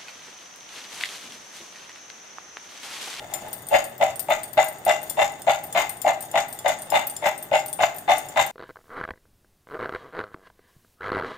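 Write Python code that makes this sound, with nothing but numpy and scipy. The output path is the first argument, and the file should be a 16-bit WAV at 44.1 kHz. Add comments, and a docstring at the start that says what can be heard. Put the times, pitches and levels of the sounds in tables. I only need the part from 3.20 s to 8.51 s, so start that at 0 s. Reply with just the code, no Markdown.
"""Fried cashews are tossed in a steel bowl, three and a half times a second, close by in a small kitchen.
After three light swirls, each toss thuds onto the base, stray nuts rattle on the wall, then all slide back.
Random impacts drive bowl modes; between landings the nuts roll on and settle, with sparse faint scratches.
Small hard things clink as the hands turn, probably bangles on the wrists: stacks of decaying modes with a tick.
Hard kitchen walls answer through decaying noise, and a steady background of coloured noise lies beneath."""
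import sys
import numpy as np
from scipy import signal
from scipy.fft import rfft, irfft, next_fast_len
from scipy.io import wavfile
from scipy.ndimage import uniform_filter1d, map_coordinates

SR = 44100
rng = np.random.default_rng(int(sys.argv[2]) if len(sys.argv) > 2 else 0)


def inscribe(sig):
    """Save sig as 16-bit PCM at rate SR to the path in sys.argv[1].

    A 1-D sig is mono; a 2-D sig holds one channel per row.
    Samples are clipped to [-1, 1] before scaling.
    """
    pcm = np.round(np.clip(np.atleast_2d(sig).T, -1, 1) * 32767)
    wavfile.write(sys.argv[1], SR, pcm.astype(np.int16))


N = 234303  # length in samples

# The landings of the nuts, the first three only light swirls. Each row: start in seconds, base thud in dB,
# wall clang in dB, rattle in dB, seconds until the heap peaks.
LANDINGS = [(0.005, -47, -56, -54.5, 0.024), (0.118, -43, -46, -44.5, .012), (0.232, -45.5, -58, -52, .014),
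            (0.508, -18, -26, -24.5, .025), (0.799, -21, -24.5, -28.5, 0.019),
            (1.085, -22.5, -26, -27.5, .009), (1.372, -19.5, -20.5, -25, 0.0065),
            (1.662, -19.5, -24, -24.5, 0.0085), (1.97, -22, -23.5, -25, .019),
            (2.268, -21, -23.5, -26, .012), (2.549, -24, -32.5, -23.5, 0.0091),
            (2.844, -21.5, -22, -27.5, .016), (3.139, -23.5, -24, -26, .013), (3.445, -23, -28, -26, .015),
            (3.72, -23.5, -23, -24.5, .01), (4.021, -24.5, -27.5, -26, 0.019),
            (4.314, -20.5, -22.5, -26, .011), (4.589, -21, -23.5, -24, .012),
            (4.878, -21, -20.5, -24.5, .011), (5.16, -23.5, -23, -22, .01)]
# How alike left and right are. Each row: frequency in Hz, likeness from 0 (unrelated) to 1 (the same).
LIKENESS = [(100, 0.94), (500, 0.78), (800, 0.63), (1300, 0.27), (3000, 0.011), (9000, 0.019)]


def amp(db):
    """Decibels to a linear factor."""
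    return 10 ** (np.asarray(db) / 20)


def unit(x):
    """Scale to an RMS of 1 over all channels."""
    return x / np.sqrt(np.mean(x ** 2) + 1e-20)


def norm(x):
    """Scale to a mean energy of 1 per channel."""
    return unit(x) / np.sqrt(x.shape[-1])


def along(points, hz):
    """Read a curve of (Hz, value) points on a log frequency axis."""
    f, v = np.transpose(points)
    return np.interp(np.log(hz + 1), np.log(f), v)


def filtered(x, response):
    """Multiply the spectrum of x by a response of frequency."""
    m = next_fast_len(x.shape[-1] + 8192)
    spectrum = rfft(x, m) * response(np.fft.rfftfreq(m, 1 / SR))
    return irfft(spectrum, m)[..., :x.shape[-1]]


def band(x, lo_hz, hi_hz, order=3):
    """Causal band-pass."""
    sos = signal.butter(order, [lo_hz, min(hi_hz, .49 * SR)], 'band', fs=SR, output='sos')
    return signal.sosfilt(sos, x)


def through(x, response):
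    """Convolve, keeping the length."""
    return signal.fftconvolve(np.atleast_2d(x), response, axes=1)[:, :x.shape[-1]]


def add(out, s, x):
    """Mix x into out at time s."""
    i = max(round(s * SR), 0)
    out[:, i:i + x.shape[-1]] += x[:, :N - i]


def noise(spectrum, size):
    """Coloured stereo noise, alike in the bass and nearly unrelated in the treble."""
    def mid_side(hz):
        turn = np.arccos(np.clip(along(LIKENESS, hz), -1, 1)) / 2
        return amp(along(spectrum, hz)) * [np.cos(turn), np.sin(turn)]

    mid, side = filtered(rng.standard_normal((2, size)), mid_side)
    return unit(np.array([mid + side, mid - side]))


def wobble(rate):
    """A smooth random curve, rate knots a second."""
    knots = rng.standard_normal(int(N * rate / SR) + 4)
    return map_coordinates(knots, [np.arange(N) * rate / SR])


def ringing(modes, t, scatter_db, detune, glide):
    """Damped modes at new strengths, bending as their load shifts; high ones differ in phase left and right."""
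    hz, db, t60 = np.transpose(modes)[:, :, None]
    z = rng.standard_normal((5, len(modes), 1))
    lag = z[3:] * np.arccos(np.clip(along(LIKENESS, hz), -1, 1)) * 0.54  # one lag per channel
    phase = 2 * np.pi * hz * t * (1 + detune * z[1] + glide * z[2] * t)
    strength = amp(db + scatter_db * z[0] - 60 * t / t60)
    return np.sum(strength * np.sin(phase + lag), axis=1)


def contacts(size, rate, spread_db):
    """Random impacts of uneven force and either sign, rate a second on average."""
    force = amp(spread_db * np.clip(rng.standard_normal(size), -2, 2))
    return force * rng.choice([-1, 1], size) * (rng.random(size) < rate / SR)


def background():
    """Steady kitchen background: wide coloured noise plus a low band of the same colour."""
    # The colour before band-passing. Each row: frequency in Hz, relative level in dB.
    hum_colour = [(15, -51), (25, -22), (139, -4.5), (394, -1.5), (621, -9), (1280, -9.5), (2020, -8.5),
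                  (2300, -49), (3540, -13), (4380, -33), (8780, -12.5), (10600, -49), (15000, -9.5)]
    wide = amp(-44) * band(noise(hum_colour, N), 30, 9700, order=1)
    low = amp(-55.5) * unit(band(noise(hum_colour, N), 86, 155, order=2))
    return wide + low


def bowl(pulses, ring, damped_t60, damped_db, count=3):
    """Nuts drive the free modes (ring scales their life); each place struck adds its own dense, choked modes."""
    # The free bowl, base modes first, then the wall.
    # Each row: frequency in Hz, relative level in dB, t60 in seconds before the scaling by ring.
    free_modes = [(522, -17, .2), (585, -5, .22), (622, 1, .26), (645, -6, .15), (684, -4, .17),
                  (754, -3, .28), (796, -4, .4), (828, -5, .3), (856, -5, .3), (1393, -16, .15),
                  (1771, -17, .2), (2020, -9, .2), (2065, -10, .18), (2113, -10, .25), (2300, -17, .25),
                  (2730, -12, .2), (2775, -15, .2), (2950, -17, .2), (3540, -16, .18), (3595, -11, .18),
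                  (4000, -18, .12)]
    # Dense, quickly damped modes under the heap. Each row: frequency in Hz, relative level in dB.
    choked_modes = [(430, -24), (540, -15), (620, 0), (830, -2), (910, -11), (1250, -14), (1900, -14),
                    (2070, -4), (2300, -14), (2780, -12), (3250, -21), (3580, -11), (3850, -21),
                    (4300, -25)]
    t, short = np.arange(SR // 5) / SR, np.arange(SR // 24) / SR
    loaded = [(hz, db, t60 * ring) for hz, db, t60 in free_modes]
    out = through(pulses, norm(ringing(loaded, t, scatter_db=1.5, detune=.007, glide=.05)))
    place = rng.integers(count, size=len(pulses))
    for k in range(count):
        choked = norm(noise(choked_modes, len(short)) * amp(-60 * short / damped_t60))
        out += amp(damped_db) * through(pulses * (place == k), choked)
    return out


def scrape(t, squeal_db):
    """One nut slipping on the steel: a short noise scratch and a high ring of damped modes."""
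    # Nuts scratching on steel. Each row: frequency in Hz, relative level in dB.
    scratch_colour = [(3000, -4.5), (4400, -8), (5200, -6), (6200, -3.5), (6900, 7), (7500, 1), (8000, -5),
                      (8900, -6), (10300, -15), (12700, -9), (15000, -6.5), (16500, -42)]
    # High modes that scraping excites. Each row: frequency in Hz, relative level in dB, t60 in seconds.
    squeal_modes = [(4650, -6, .1), (5930, -5, .07), (6590, -4, .15), (6890, 0, .12), (7100, -4, .1),
                    (7520, -1, .07), (8250, -10, .06)]
    scratch = norm(noise(scratch_colour, len(t)) * amp(-60 * t / 0.023))
    squeal = norm(ringing(squeal_modes, t, scatter_db=1, detune=0.0072, glide=0.036))
    return scratch + amp(squeal_db) * squeal


ROLL_DB, SCRATCH_DB = -42, -51  # rolling on the bowl and scratching, before the settling and the waver
SCRATCH_WAVER_DB, WAVER_DB = -2, -2.2  # dB per unit of random curve: the scratches alone, then both layers
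SETTLE_DB_PER_S = 31  # they come to rest until the next landing


def shuffle():
    """Oily nuts roll on over each other and the steel after each landing and settle, with faint scratches."""
    t, now = np.arange(SR // 6) / SR, np.arange(N) / SR
    stirred = np.array([0] + [row[0] for row in LANDINGS])
    last_stirred = stirred[np.searchsorted(stirred, now, 'right') - 1]
    age = uniform_filter1d(now - last_stirred, size=1024)
    loudness = amp(WAVER_DB * wobble(8) - SETTLE_DB_PER_S * age)
    impacts = contacts(N, rate=320, spread_db=1.5)
    rolling = unit(bowl(impacts, ring=0.5, damped_t60=0.022, damped_db=1.5))
    slips = contacts(N, rate=220, spread_db=5) * amp(SCRATCH_WAVER_DB * wobble(25))
    scratching = unit(through(slips, scrape(t, squeal_db=0.5)))
    return loudness * (amp(ROLL_DB) * rolling + amp(SCRATCH_DB) * scratching)


def swell(t, peak_s, sharp, hold_s, fall_db_per_s):
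    """A shower that builds until about peak_s, holds and thins out."""
    rise = np.minimum(t / max(peak_s, .004), 1) ** sharp
    return rise * amp(-fall_db_per_s * np.maximum(t - peak_s - hold_s, 0))


KNOCK_GAP_S, KNOCK_DB, KNOCK_SPREAD_DB = .011, 8, 4  # lesser knocks: mean spacing, mean level, scatter


def knocks(start, heap_s, size, count=4):
    """Hard contacts of the landing at start: the loud ones, and a few lesser ones at uneven intervals."""
    # Single nuts that strike bare steel and stand out of a landing.
    # Each row: start in seconds, level in dB before the trim of each layer.
    loud_knocks = [(0.5462, 13), (0.5701, 7), (0.8261, 14), (1.1193, 15), (1.3775, 12.5), (1.6944, 12),
                   (2.0241, 6), (2.296, 13), (2.5742, 11), (2.8793, 13), (2.8927, 11), (3.1739, 12),
                   (3.4597, 13.5), (3.7517, 12.5), (4.0739, 1), (4.338, 11.5), (4.629, 12), (4.9138, 12),
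                   (5.1977, 8)]
    gaps = KNOCK_GAP_S * (.2 + 1.6 * rng.random(count))
    lesser_db = KNOCK_DB + KNOCK_SPREAD_DB * rng.standard_normal(count)
    lesser = zip(heap_s / 2 + np.cumsum(gaps), lesser_db)
    loud = [(s - start, db) for s, db in loud_knocks if 0 <= s - start < .2]
    times, db = np.transpose(list(lesser) + loud)
    force = amp(db) * rng.choice([-1, 1], len(db))
    return np.bincount(np.round(times * SR).astype(int), force, size)[:size]


EDGE_DB, EDGE_DB_PER_S = 2, 700  # first touch under the heap: weaker the longer the heap takes to land
RATTLE_LAG_S, SLIDE_LAG_S = 0.017, 0.021  # rattle and slide peak this long after the heap
SLIDE_DB = -10.5  # slide level over the rattle
# Each shower holds this long after its peak, then thins out.
HEAP_HOLD_S, HEAP_FALL_DB_PER_S = 0.0082, 405
RATTLE_HOLD_S, RATTLE_FALL_DB_PER_S = 0.03, 282
SLIDE_HOLD_S, SLIDE_FALL_DB_PER_S = 0.031, 268


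def tosses():
    """The soft heap lands first and drives the low modes; hard single nuts and the slide follow."""
    out, t = np.zeros((2, N)), np.arange(SR // 3) / SR

    def level(x, db):  # sets each channel in dB over a tenth of a second
        return amp(db) * np.array([norm(channel) for channel in x]) * np.sqrt(SR / 10)

    def shower(envelope, rate, spread_db):
        return norm(contacts(len(t), rate, spread_db) * envelope)

    for s, thud_db, clang_db, rattle_db, heap_s in LANDINGS:
        hard = knocks(s, heap_s, len(t))
        # the leading edge touches down
        first = amp(EDGE_DB - EDGE_DB_PER_S * heap_s) * signal.unit_impulse(len(t))

        heap_swell = swell(t, heap_s, 0.37, HEAP_HOLD_S, HEAP_FALL_DB_PER_S)
        stray_swell = swell(t, heap_s + RATTLE_LAG_S, 0.38, RATTLE_HOLD_S, RATTLE_FALL_DB_PER_S)
        slide_swell = swell(t, heap_s + SLIDE_LAG_S, 1.9, SLIDE_HOLD_S, SLIDE_FALL_DB_PER_S)
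        heap = shower(heap_swell, rate=1200, spread_db=3.5)
        strays = shower(stray_swell, rate=500, spread_db=2.0)
        slips = shower(slide_swell, rate=520, spread_db=5.5)
        heap += amp(-16.5) * hard + first
        strays += amp(-13.5) * hard + amp(-8.5) * first
        slips += amp(-28) * hard

        boom = bowl(heap, ring=0.53, damped_t60=0.034, damped_db=3)
        base, wall = band(boom, 560, 715), band(boom, 730, 920)
        rattle = band(bowl(strays, ring=0.55, damped_t60=0.063, damped_db=-1.5), 859, 4050)
        slide = through(slips, scrape(t, squeal_db=-9.5))
        recoil = band(heap[None], 78, 640, order=2)  # the whole bowl recoils in the hands
        x = level(base, thud_db) + level(wall, clang_db)
        x += level(rattle, rattle_db) + level(slide, rattle_db + SLIDE_DB)
        x += level(recoil, thud_db - 24.0)
        add(out, s, x)
    return out


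def place_bowl(nuts):
    """Left and right levels of the bowl, set by frequency: mostly to the left, the treble a little right."""
    # Each row: frequency in Hz, left over right in dB.
    left_over_right = [(120, 2.5), (450, 7.5), (740, 0.5), (1200, 12), (2000, 8), (3300, 1), (5500, 6),
                       (9000, -0.5), (15000, -1.5)]
    return filtered(nuts, lambda hz: amp(np.outer([1, -1], along(left_over_right, hz)) / 2))


CLINK_PAN_DB, CLACK_PAN_DB, PAN_SPREAD_DB = 3, 8, 4.5  # mean left over right, and its scatter


def bangles(hits, modes, side_db, gain_db, tick_db, detune, count):
    """Each touch runs through a stack of nearly equal rings, which chatter for a few milliseconds."""
    out, t = np.zeros((2, N)), np.arange(SR // 12) / SR
    for s, db, top_db in hits:
        pan_db = side_db + PAN_SPREAD_DB * rng.standard_normal()
        pan = amp([[pan_db / 2], [-pan_db / 2]])
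        struck = [(hz, mode_db + (top_db if hz > 11000 else 0), t60) for hz, mode_db, t60 in modes]
        delays = np.cumsum(rng.exponential(.002, count))  # mean gap in seconds
        for k, delay in enumerate(delays - delays[0]):
            ring = ringing(struck, t, scatter_db=2.5, detune=detune, glide=0)
            tick = band(rng.standard_normal((2, len(t))), 3500, 22000, order=2)
            tick = tick * amp(tick_db - 60 * t / 0.067)
            strength = amp(db + gain_db - 7 * k)  # each further ring is 7 dB softer
            add(out, s + delay, strength * pan * (ring / np.abs(ring).max() + tick))
    return out


def thick_clacks():
    """A thicker bangle gives short, duller clacks, mostly just before a landing."""
    # Each row: start in seconds, level in dB before the gain, trim of the overtones above 11 kHz in dB.
    clacks = [(0.1381, -19.5, 1), (0.78, -32.5, 9), (1.716, -30, -4), (1.8986, -22.5, 6),
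              (2.2193, -25.5, 0), (2.5263, -23.5, 2), (2.817, -21, 3), (3.1143, -27, -1),
              (3.3892, -22.5, -4), (3.4825, -18.5, -9), (3.702, -21, -3), (3.9653, -21.5, -7),
              (4.5291, -30.5, 17), (5.0864, -29.5, -10)]
    # Modes of the thicker bangle. Each row: frequency in Hz, relative level in dB, t60 in seconds.
    thick_modes = [(3465, -14, .06), (5170, -14, .05), (7230, 0, .045), (8830, -5, .05), (9430, -5, .04),
                   (11820, -11, .04), (14230, -3, .04), (15230, -8, .03)]
    return bangles(clacks, thick_modes, CLACK_PAN_DB, gain_db=2, tick_db=-18, detune=0.0037, count=2)


TURN_S, JINGLE_S = .147, 0.077  # the wrists turn this long after a landing, and jingle for this long
JINGLE_DB, JINGLE_SPREAD_DB = -34, 2.5  # mean level before the clink gain, and its scatter


def jingles(count=2):
    """Soft clinks as the wrists turn round after each landing: rows like those of the loud ones."""
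    rows = []
    for s, *_ in LANDINGS:
        delays = TURN_S + JINGLE_S * (np.arange(count) + rng.random(count)) / count
        force, colour = rng.standard_normal((2, count))
        rows += zip(s + delays, JINGLE_DB + JINGLE_SPREAD_DB * force, 4 * colour)
    return [row for row in rows if row[0] < (N - SR // 20) / SR]


def thin_clinks():
    """Thin bangles ring high and bright: the loudest clinks, and the soft jingles between them."""
    # Each row: start in seconds, level in dB before the gain, trim of the overtones above 11 kHz in dB.
    clinks = [(0.33, -16.5, 2.5), (0.4684, -26, -8), (0.4866, -21.5, -1), (0.6414, -20.5, -3),
              (0.9578, -23, -5), (0.9948, -16.5, 4), (1.1004, -24.5, 7), (1.2333, -19, -8),
              (1.332, -24.5, 8), (1.4416, -18.5, 4), (1.4835, -19.5, -5), (1.6503, -20.5, 3),
              (1.83, -23.5, 7), (1.8965, -19.5, -1), (2.4393, -22, 11), (2.622, -31, 1), (2.694, -15.5, 4),
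              (3.0069, -21.5, -1), (3.025, -21, 1), (3.2838, -25.5, 3), (3.3272, -19.5, -1),
              (3.5883, -26.5, -11), (3.62, -21.5, -6), (3.8699, -15.5, 8), (3.8986, -19.5, -25),
              (4.0783, -26, 3), (4.1786, -25.5, -4), (4.2264, -21.5, 8), (4.4607, -19.5, 3),
              (4.4827, -22, -7), (4.5294, -19.5, -8), (4.7625, -24.5, 14), (4.7835, -22, 0),
              (4.981, -22, -1), (5.264, -20, 4)]
    # Modes of the thin bangles. Each row: frequency in Hz, relative level in dB, t60 in seconds.
    thin_modes = [(3470, -24, .1), (4700, -22, .07), (7880, -16, .07), (8790, 0, .06), (8970, 0, .07),
                  (9480, -12, .05), (10000, -16, .05), (12630, -7, .1), (14100, -8, .05), (14380, 1, .07),
                  (15000, -12, .07)]
    hits = clinks + jingles()
    return bangles(hits, thin_modes, CLINK_PAN_DB, gain_db=-1.0, tick_db=-18.5, detune=0.0075, count=3)


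def kitchen(x):
    """Hard walls answer after a few milliseconds with decaying noise; the treble dies before the mids."""
    # Each row: frequency in Hz, t60 in seconds.
    decay = [(150, 0.26), (700, 0.52), (2500, 0.5), (7000, 0.29), (15000, 0.26)]
    flat = noise([(100, 0), (10000, 0)], SR // 2)
    hz, t, z = signal.stft(flat, SR, nperseg=256)
    fading = z * amp(-60 * t / along(decay, hz)[:, None])
    tail = signal.istft(fading, SR, nperseg=256)[1]
    return through(x, np.pad(norm(tail), ((0, 0), (SR // 200, 0))))


def scene():
    """The bowl is a little to the left, the wrists on both sides of it, all in the kitchen."""
    nuts = place_bowl(tosses() + shuffle())
    wrists = thick_clacks() + thin_clinks()
    echoes = amp(-13.0) * kitchen(nuts) + amp(-7) * kitchen(wrists)
    return nuts + wrists + echoes + background()


TOP_HZ = 15400  # top of the sound's range


def record(dry):
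    """Nothing is heard above about 15.4 kHz."""
    return filtered(dry, lambda hz: 1 / np.sqrt(1 + (hz / TOP_HZ) ** 120))


dry = scene()
out = record(dry)
inscribe(out)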